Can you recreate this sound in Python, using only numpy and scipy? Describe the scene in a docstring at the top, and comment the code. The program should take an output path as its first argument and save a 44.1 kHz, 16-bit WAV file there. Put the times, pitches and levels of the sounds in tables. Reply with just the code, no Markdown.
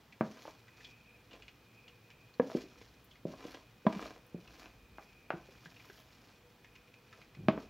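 """Grain salad pushed from bowl to dish

A wooden spoon pushes a moist grain salad out of a hand-held plastic bowl into a glass dish, heard close by.
Knocks on the bowl are struck modes behind a contact low-pass: sharp when bare, dull through food. Each stroke
builds and lets go: random grains crackle and fizz, and slips of the edge ring the bowl. Wet morsels are click
bursts ringing an air pocket; late on, the bowl shudders in low filtered noise. The small quiet kitchen is
coloured noise with a wavering hiss and hum, and a faint drone near 490 Hz wavers beneath it all."""
import sys
import numpy as np
from scipy import signal
from scipy.fft import rfft, irfft
from scipy.io import wavfile

SR = 44100
rng = np.random.default_rng(int(sys.argv[2]) if len(sys.argv) > 2 else 0)


def master_out(mix):
    """Clip the mix to full scale and print it as 16-bit PCM to the path in sys.argv[1]."""
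    frames = np.transpose(np.atleast_2d(mix))
    ceiling = np.clip(frames, -1, 1)
    pcm = np.round(ceiling * 32767).astype(np.int16)
    wavfile.write(sys.argv[1], SR, pcm)


N = 339129
T = np.arange(N) / SR
RING = T[:SR // 2]  # time axis of one short sound

# strokes of the spoon, levels before the layer gains:
# (start [s], let go [s], salad level [dB], wall scrape level [dB], fizz level [dB])
STROKES = [(0.198, 0.487, -62, -58, -75), (0.727, 0.86, -67, -86, -84), (1.273, 1.35, -81, -61.5, -90),
           (2.412, 2.578, -58, -62.5, -73), (2.694, 2.827, -69.5, -70, -88), (3.265, 3.517, -61, -52, -73),
           (3.849, 4.055, -58, -46.5, -69.5), (4.438, 4.63, -66, -57, -74), (4.968, 5.034, -72.5, -79, -79),
           (5.31, 5.672, -68.5, -67.5, -78), (5.696, 6.002, -66, -68, -69), (6.06, 6.284, -72, -69, -85),
           (7.103, 7.18, -72, -66, -92), (7.485, 7.60, -69, -74, -79)]


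def undb(db):
    """Decibels to amplitude gain."""
    return 10 ** (np.asarray(db) / 20)


def unit(x):
    """Scale to rms 1."""
    return x / np.sqrt(np.mean(x ** 2))


def attack_unit(x, size):
    """Scale so that the first size samples have rms 1."""
    return x / np.sqrt(np.mean(x[:size] ** 2))


def add(track, start_s, x):
    """Mix a sound into a track at a time."""
    i = int(start_s * SR)
    track[i:i + len(x)] += x[:N - i]


def cut(x, hz, kind, order=2):
    """Butterworth filter."""
    sos = signal.butter(order, np.minimum(hz, SR / 2 - 1), kind, fs=SR, output="sos")
    return signal.sosfilt(sos, x)


def resonate(x, hz, width_hz):
    """One resonance, gain 1 at its centre."""
    return signal.lfilter(*signal.iirpeak(hz, hz / width_hz, fs=SR), x)


def colour(x, points, size=4096):
    """Minimum-phase filter with a (frequency [Hz], gain [dB]) spectrum, built from the cepstrum."""
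    hz, db = np.transpose(points)
    grid_hz = np.maximum(np.fft.rfftfreq(size, 1 / SR), 1)
    gain = undb(np.interp(np.log(grid_hz), np.log(hz), db))
    cepstrum = irfft(np.log(gain))
    # fold onto positive time to make the response causal
    cepstrum[1:size // 2] *= 2
    cepstrum[size // 2 + 1:] = 0
    response = irfft(np.exp(rfft(cepstrum)))
    return signal.fftconvolve(x, response)[:len(x)]


def fade(t60_s):
    """Exponential decay, 60 dB down after t60_s."""
    return np.exp(-np.log(1000) * RING / t60_s)


def mode(hz, t60_s):
    """A struck resonance: a decaying cosine whose spectral peak is near 1."""
    peak_scale = 2 * np.log(1000) / (t60_s * SR)
    return np.cos(2 * np.pi * hz * RING) * fade(t60_s) * peak_scale


def grains(rate_hz, spread_db, size=N):
    """Random tiny clicks, most faint and a few strong; rms 1."""
    strength = undb(spread_db * np.minimum(rng.exponential(size=size), np.pi))
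    hits = rng.random(size) < rate_hz / SR
    return unit(hits * rng.standard_normal(size) * strength)


def clumps(rate_hz, depth_db):
    """A gain that wanders between random dB values drawn rate_hz times a second."""
    knots = rng.standard_normal(1024)
    return undb(depth_db * np.interp(T * rate_hz, np.arange(len(knots)), knots))


def push(start_s, end_s, build_db, attack_s=0.0067, release_db_per_s=176):
    """Gain of one push: sets in quickly, grows by build_db to 1, dies away once the hand lets go."""
    onset = np.clip((T - start_s) / attack_s, 0, 1)
    to_go = np.clip((end_s - T) / (end_s - start_s), 0, 1)
    release_db = release_db_per_s * np.maximum(T - end_s, 0)
    return onset * undb(-build_db * to_go - release_db)


def bowl_ring():
    """The bowl's modes, drawn a little different in strength and pitch as the place of contact varies."""
    # (frequency [Hz], gain [dB], t60 [s])
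    bowl_modes = [(220.7, 1.5, 0.29), (266, -3, 0.48), (315.3, 3, 0.23), (374, -4, 0.045),
                  (487, -10.5, 0.14), (638, 8, 0.26), (735, -26, 0.11), (897, -21, 0.25),
                  (1033, -6.5, 0.041), (1100, 3, 0.1), (1190, -6, 0.15), (1620, 0, 0.04),
                  (1850, -27.5, 0.081), (2340, 2, 0.056), (2540, -6, .08), (2770, -16, 0.042)]
    chance = rng.standard_normal((len(bowl_modes), 2)) * [1.5, .003]  # dB, share of frequency
    ring = 0
    for (hz, db, t60_s), (louder_db, sharper) in zip(bowl_modes, chance):
        ring = ring + undb(db + louder_db) * mode(hz * (1 + sharper), t60_s)
    return ring


def room_echo(t60_low_s=0.33, t60_high_s=0.25, near_t60_s=0.057, near_db=7, delay_s=0.0015):
    """Quick reflections from counter and bowl, then the kitchen's short tail; energy 1."""
    far, near = rng.standard_normal((2, len(RING)))
    low = cut(far, 1200, "low", order=1)
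    tail = low * fade(t60_low_s) + (far - low) * fade(t60_high_s)
    echo = tail + undb(near_db) * near * fade(near_t60_s)
    echo = echo * (RING > delay_s)
    return echo / np.sqrt(np.sum(echo ** 2))


def kitchen(room_db=-64, waver_db=3.0):
    """Room tone with a thin hiss, a low hum and a faint drone: noise bands, each wavering a little."""
    # room tone spectrum: (frequency [Hz], gain [dB])
    room_spectrum = [(15, -81.5), (25, -12), (64, -22), (113, 4.5), (148, -5), (227, -5), (368, -10),
                     (482, -10), (537, -14.5), (762, -14), (2120, -19), (2490, -25.5), (3000, -19),
                     (9050, -39.5), (15500, -30)]
    # hiss, hum and drone: (frequency [Hz], width of each of two passes [Hz], gain [dB])
    drone_bands = [(2466, 210, 0.6), (56.4, 31, 2.5), (488.4, 38, -1.5)]
    # hiss before band gain: (time [s], level [dB])
    hiss_level = [(0, -86), (0.65, -70.5), (1.1, -68), (1.27, -80), (1.6, -72.0), (1.81, -62), (2.0, -73.5),
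                  (2.25, -70), (3.0, -77), (3.75, -73), (4.2, -71), (4.82, -72.5), (5.1, -64.5),
                  (5.5, -70.5), (6.4, -78), (6.75, -74), (7.69, -70.0)]
    # hum and drone before band gain: (time [s], hum level [dB], drone level [dB])
    hum_level = [(0.0, -80, -84), (0.3, -78, -92), (1.05, -78, -76), (3.92, -74, -78.5), (4.07, -73, -65),
                 (4.75, -69.5, -81.5), (7.19, -80, -71.5), (7.69, -66, -80)]
    out = undb(room_db) * unit(colour(rng.standard_normal(N), room_spectrum))
    time_s, hum_db, drone_db = np.transpose(hum_level)
    hiss = np.interp(T, *np.transpose(hiss_level))
    levels_db = hiss, np.interp(T, time_s, hum_db), np.interp(T, time_s, drone_db)
    for (hz, width_hz, gain_db), level_db in zip(drone_bands, levels_db):
        band = resonate(resonate(rng.standard_normal(N), hz, width_hz), hz, width_hz)
        out = out + undb(gain_db + level_db) * unit(band) * clumps(rate_hz=7.7, depth_db=waver_db)
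    return out


def salad(gain_db=-1, pop_db=-5, pocket_width_hz=400, fizz_db=-1, build_db=10.5,
          settling_db=-77, squirt_t60_s=0.044):
    """Under each stroke moist grains slide in a fine, lumpy crackle; small pockets pop and the juice fizzes."""
    # crackle spectrum: (frequency [Hz], gain [dB])
    crackle_spectrum = [(40, -47), (300, 0), (1000, 1.5), (2000, 3.5), (3300, 4), (5500, 4.5), (7000, -2.5),
                        (8200, -14.5), (9500, -20.5), (11000, -10), (15500, -31.5)]
    # air pockets between the wet pieces: (frequency [Hz], gain [dB])
    pockets = [(1300, 0.5), (1750, -3), (2300, 1), (3100, -4), (4200, -3), (5600, -9)]
    # juice squirting out with a thin spit, before fizz_db: (time [s], level [dB])
    squirts = [(3.044, -57), (4.262, -58.5)]
    pressure = undb(settling_db)  # goes on ticking between strokes
    juice = np.zeros(N)
    for start_s, end_s, salad_db, _, juice_db in STROKES:
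        stroke = push(start_s, end_s, build_db)
        pressure = pressure + undb(salad_db) * stroke
        juice += undb(juice_db) * stroke
    for time_s, db in squirts:
        add(juice, time_s, undb(db) * fade(squirt_t60_s))

    lumps = clumps(rate_hz=70, depth_db=2.8)
    crackle = unit(colour(grains(rate_hz=2000, spread_db=2.2) * lumps, crackle_spectrum))
    pops = np.zeros(N)
    for hz, db in pockets:
        pops += undb(db) * resonate(grains(rate_hz=45, spread_db=2), hz, pocket_width_hz)
    pops = unit(cut(pops, 5800, "low", order=4))
    rustle = undb(gain_db) * crackle + undb(pop_db) * pops
    fizz = unit(cut(grains(rate_hz=9000, spread_db=1) * lumps, 10500, "high", order=6))
    return rustle * pressure + undb(fizz_db) * fizz * juice


def morsels(pocket_db=13, width_hz=330, gain_db=-9, snap_db=12, top_hz=7000, t60_s=0.065):
    """A wet piece snaps loose, then lets go in a quick run of clicks that ring a small air pocket."""
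    # louder morsels that part and land: (time [s], attack level before gain_db [dB], pocket frequency [Hz])
    drops = [(0.1246, -46.5, 2330), (0.6806, -50.5, 1830), (0.8056, -48, 1900), (0.846, -41.5, 3300),
             (1.3104, -50, 2780), (1.3309, -46.5, 2640), (1.4222, -45.5, 2740), (1.481, -43, 2600),
             (1.8793, -46.5, 2820), (2.1026, -50.5, 2400), (2.339, -54.5, 4200), (2.8138, -50.5, 2120),
             (3.1115, -50.5, 3240), (3.1562, -53, 2180), (3.5446, -47, 3240), (4.4757, -47.5, 2530),
             (4.6092, -54, 1580), (4.6565, -47.5, 2570), (5.6575, -48, 1750), (5.7638, -50, 2640),
             (5.7967, -49, 2420), (5.8995, -46, 1660), (6.6446, -48.5, 1980), (6.7543, -49, 2440),
             (6.9405, -50, 2490), (7.1277, -46, 1570), (7.217, -49.5, 2370), (7.3488, -50, 2290)]
    out = np.zeros(N)
    for time_s, db, hz in drops:
        clicks = grains(rate_hz=8000, spread_db=1, size=len(RING)) * fade(t60_s)
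        clicks[0] += undb(snap_db)
        body = cut(cut(clicks, 2300, "high"), 2400, "low")
        smack = body + undb(pocket_db) * resonate(clicks, hz, width_hz)
        smack = cut(smack, top_hz, "low", order=6)
        add(out, time_s, undb(db + gain_db) * attack_unit(smack, size=330))
    return out


def scrapes(ring_db=3, build_db=11):
    """The spoon's edge catches and slips on the wall, and each slip rings the bowl."""
    # scrape spectrum: (frequency [Hz], gain [dB])
    drag_spectrum = [(30, -55), (100, -38.5), (250, -0.5), (600, -0.5), (1100, -6.5), (1800, -9.5),
                     (3000, -12.5), (5000, -19.5), (9000, -33), (16000, -60)]
    pressure = sum(undb(db) * push(start_s, end_s, build_db) for start_s, end_s, _, db, _ in STROKES)
    slips = grains(rate_hz=450, spread_db=3.5) * clumps(rate_hz=80, depth_db=3)
    wall = slips + undb(ring_db) * signal.fftconvolve(slips, bowl_ring())[:N]
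    return unit(colour(wall, drag_spectrum)) * pressure


def bowl_echo(x, gap_s=.0052, echo_db=-8):
    """The inside of the bowl throws the blow back once, a few milliseconds later and quieter."""
    return x + undb(echo_db) * np.interp(RING - gap_s, RING, x, left=0)


def disperse(x, bands=((800, 600), (1500, 700), (2600, 900), (4200, 1400))):
    """Bending waves cross the wall at different speeds: all-pass filters smear a blow by a millisecond or two."""
    for hz, width_hz in bands:
        x = x - 2 * resonate(x, hz, width_hz)
    return x


def knocks(ring_db=4, patch_db=6, low_cycles=13, high_cycles=24, wet_db=-1.5, leak_db=-6, bass_ratio=0.77):
    """Each blow flexes a patch of the wall and rings the bowl; food under the spoon softens the contact."""
    # spoon on bowl: (time [s], attack level [dB], contact cut-off [Hz], low patch mode [Hz], its gain [dB],
    # high patch mode [Hz], its gain [dB], bowl ring gain [dB]); gains before patch_db and ring_db
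    blows = [(0.2089, -28, 1930, 225, -1.5, 625, -7.5, -1.5), (0.4526, -50, 2200, 500, -3, 877, -5, -10),
             (0.478, -48.5, 1690, 630, 2, 890, -14, -5), (1.337, -57, 900, 514, 10, 716, -2, -12),
             (2.3972, -23.5, 2200, 266, 19, 490, 15.5, -3), (2.499, -49, 2410, 644, 3, 1230, -17, -11),
             (2.516, -48, 2400, 660, 11, 1150, -16, -9), (2.549, -29.5, 505, 330, -5, 390, -9.5, -23),
             (2.8137, -58.5, 1100, 278, -3.5, 473, -3, -8), (3.2518, -35.5, 555, 190, -24, 580, -6, 1),
             (3.276, -42, 557, 186, 14, 330, -4, -17), (3.337, -52, 1470, 650, 12, 970, -8, 15),
             (3.451, -46, 654, 330, 1, 476, -11, -8), (3.851, -45.5, 550, 300, -13, 490, 4, -8),
             (3.8654, -22.5, 1880, 204, 12.5, 634, 0, 6), (3.8674, -33, 3300, 800, -9, 974, 10, 1),
             (3.959, -40.5, 550, 194, 18, 400, -6, -10), (3.993, -46.5, 2500, 644, -2, 1260, -1, 6),
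             (4.057, -48, 2200, 635, 1.5, 1210, -5, -9), (4.3443, -40, 526, 175, 3, 360, -12, -23),
             (4.658, -58, 4500, 540, -19, 1610, -7, 0), (4.983, -49.5, 2200, 800, -6, 1480, -13, -4),
             (5.3037, -34.5, 2450, 707, -1.5, 1514, -6, -8), (5.3363, -41.5, 550, 167, 5, 336, -0.5, -10),
             (5.487, -57, 586, 383, -8, 516, -9, -10), (5.658, -52, 3500, 168, 18, 1680, 19, -20),
             (5.8975, -57.5, 3500, 390, 9, 1580, -13, -4), (7.4842, -21, 3180, 208, -1.5, 636, -6, 3),
             (7.576, -39.5, 2000, 262, 2, 444, -11, -18)]
    # overtones of the high patch mode: (frequency ratio, gain [dB])
    overtones = [(1, 10), (1.56, -13), (1.9, -5), (3.42, -3)]
    # sound radiated by a bare blow: (frequency [Hz], gain [dB])
    blow_spectrum = [(40, -15.5), (100, 4.5), (200, 5.5), (400, -0.5), (700, -5), (1200, -8.5), (1550, -12),
                     (1850, -16), (2300, -14), (3200, -17.5), (5000, -15.5), (7000, -16), (16000, -74)]
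    out = np.zeros(N)
    contact = bowl_echo(signal.unit_impulse(len(RING)))
    for time_s, db, contact_hz, low_hz, low_db, high_hz, high_db, bowl_db in blows:
        # soft plastic dies away within a fixed number of cycles
        lower = mode(low_hz, low_cycles / low_hz)
        upper = 0
        for ratio, part_db in overtones:
            t60_s = high_cycles / high_hz / np.sqrt(ratio)
            upper = upper + undb(part_db) * mode(high_hz * ratio, t60_s)
        patch = undb(patch_db) * (undb(low_db) * lower + undb(high_db) * upper)
        # the flexing patch is heard mostly close up and sends less into the room
        echo = signal.fftconvolve(contact + undb(leak_db) * patch, room_echo())[:len(RING)]
        ring = undb(ring_db + bowl_db) * bowl_ring()
        blow = disperse(contact + patch + undb(wet_db) * echo + ring)
        blow = cut(colour(blow, blow_spectrum), contact_hz, "low", order=4)
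        # a patch radiates little far below its low mode
        blow = cut(blow, bass_ratio * low_hz, "high", order=2)
        # the wall first moves away, so the pressure starts with a dip
        add(out, time_s, -undb(db) * attack_unit(blow, size=880))
    return out


def shudder(start_s=7.365, end_s=7.48, level_db=-46.5, hz=125, width_hz=55):
    """Slow rubbing as the spoon is drawn out shakes the whole bowl at a low pitch, evenly until it comes free."""
    shake = resonate(rng.standard_normal(N), hz, width_hz)
    shake = unit(cut(cut(shake, 330, "low"), 85, "high"))
    return undb(level_db) * shake * push(start_s, end_s, build_db=0)


def scene(wet_db=-6):
    """Everything happens straight ahead, so both channels hear the same."""
    small = morsels() + salad() + scrapes()
    small = small + undb(wet_db) * signal.fftconvolve(small, room_echo())[:N]
    return np.tile(knocks() + small + shudder() + kitchen(), (2, 1))


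def record(dry, noise_db=-75.0, top_hz=15750):
    """Each channel adds its own faint hiss; an elliptic low-pass cuts the top."""
    # channel hiss spectrum: (frequency [Hz], gain [dB])
    mic_spectrum = [(24, -39), (40, -19), (166, -11), (670, -10), (2220, -13.5), (2390, -15.5), (3930, -17),
                    (15500, -24.5)]
    hiss = np.array([unit(colour(rng.standard_normal(N), mic_spectrum)) for _ in dry])
    noisy = dry + undb(noise_db) * hiss
    top_cut = signal.ellip(10, .2, 70, top_hz, fs=SR, output="sos")  # ripple 0.2 dB, stop band -70 dB
    return signal.sosfilt(top_cut, noisy)


dry = scene()
out = record(dry)
master_out(out)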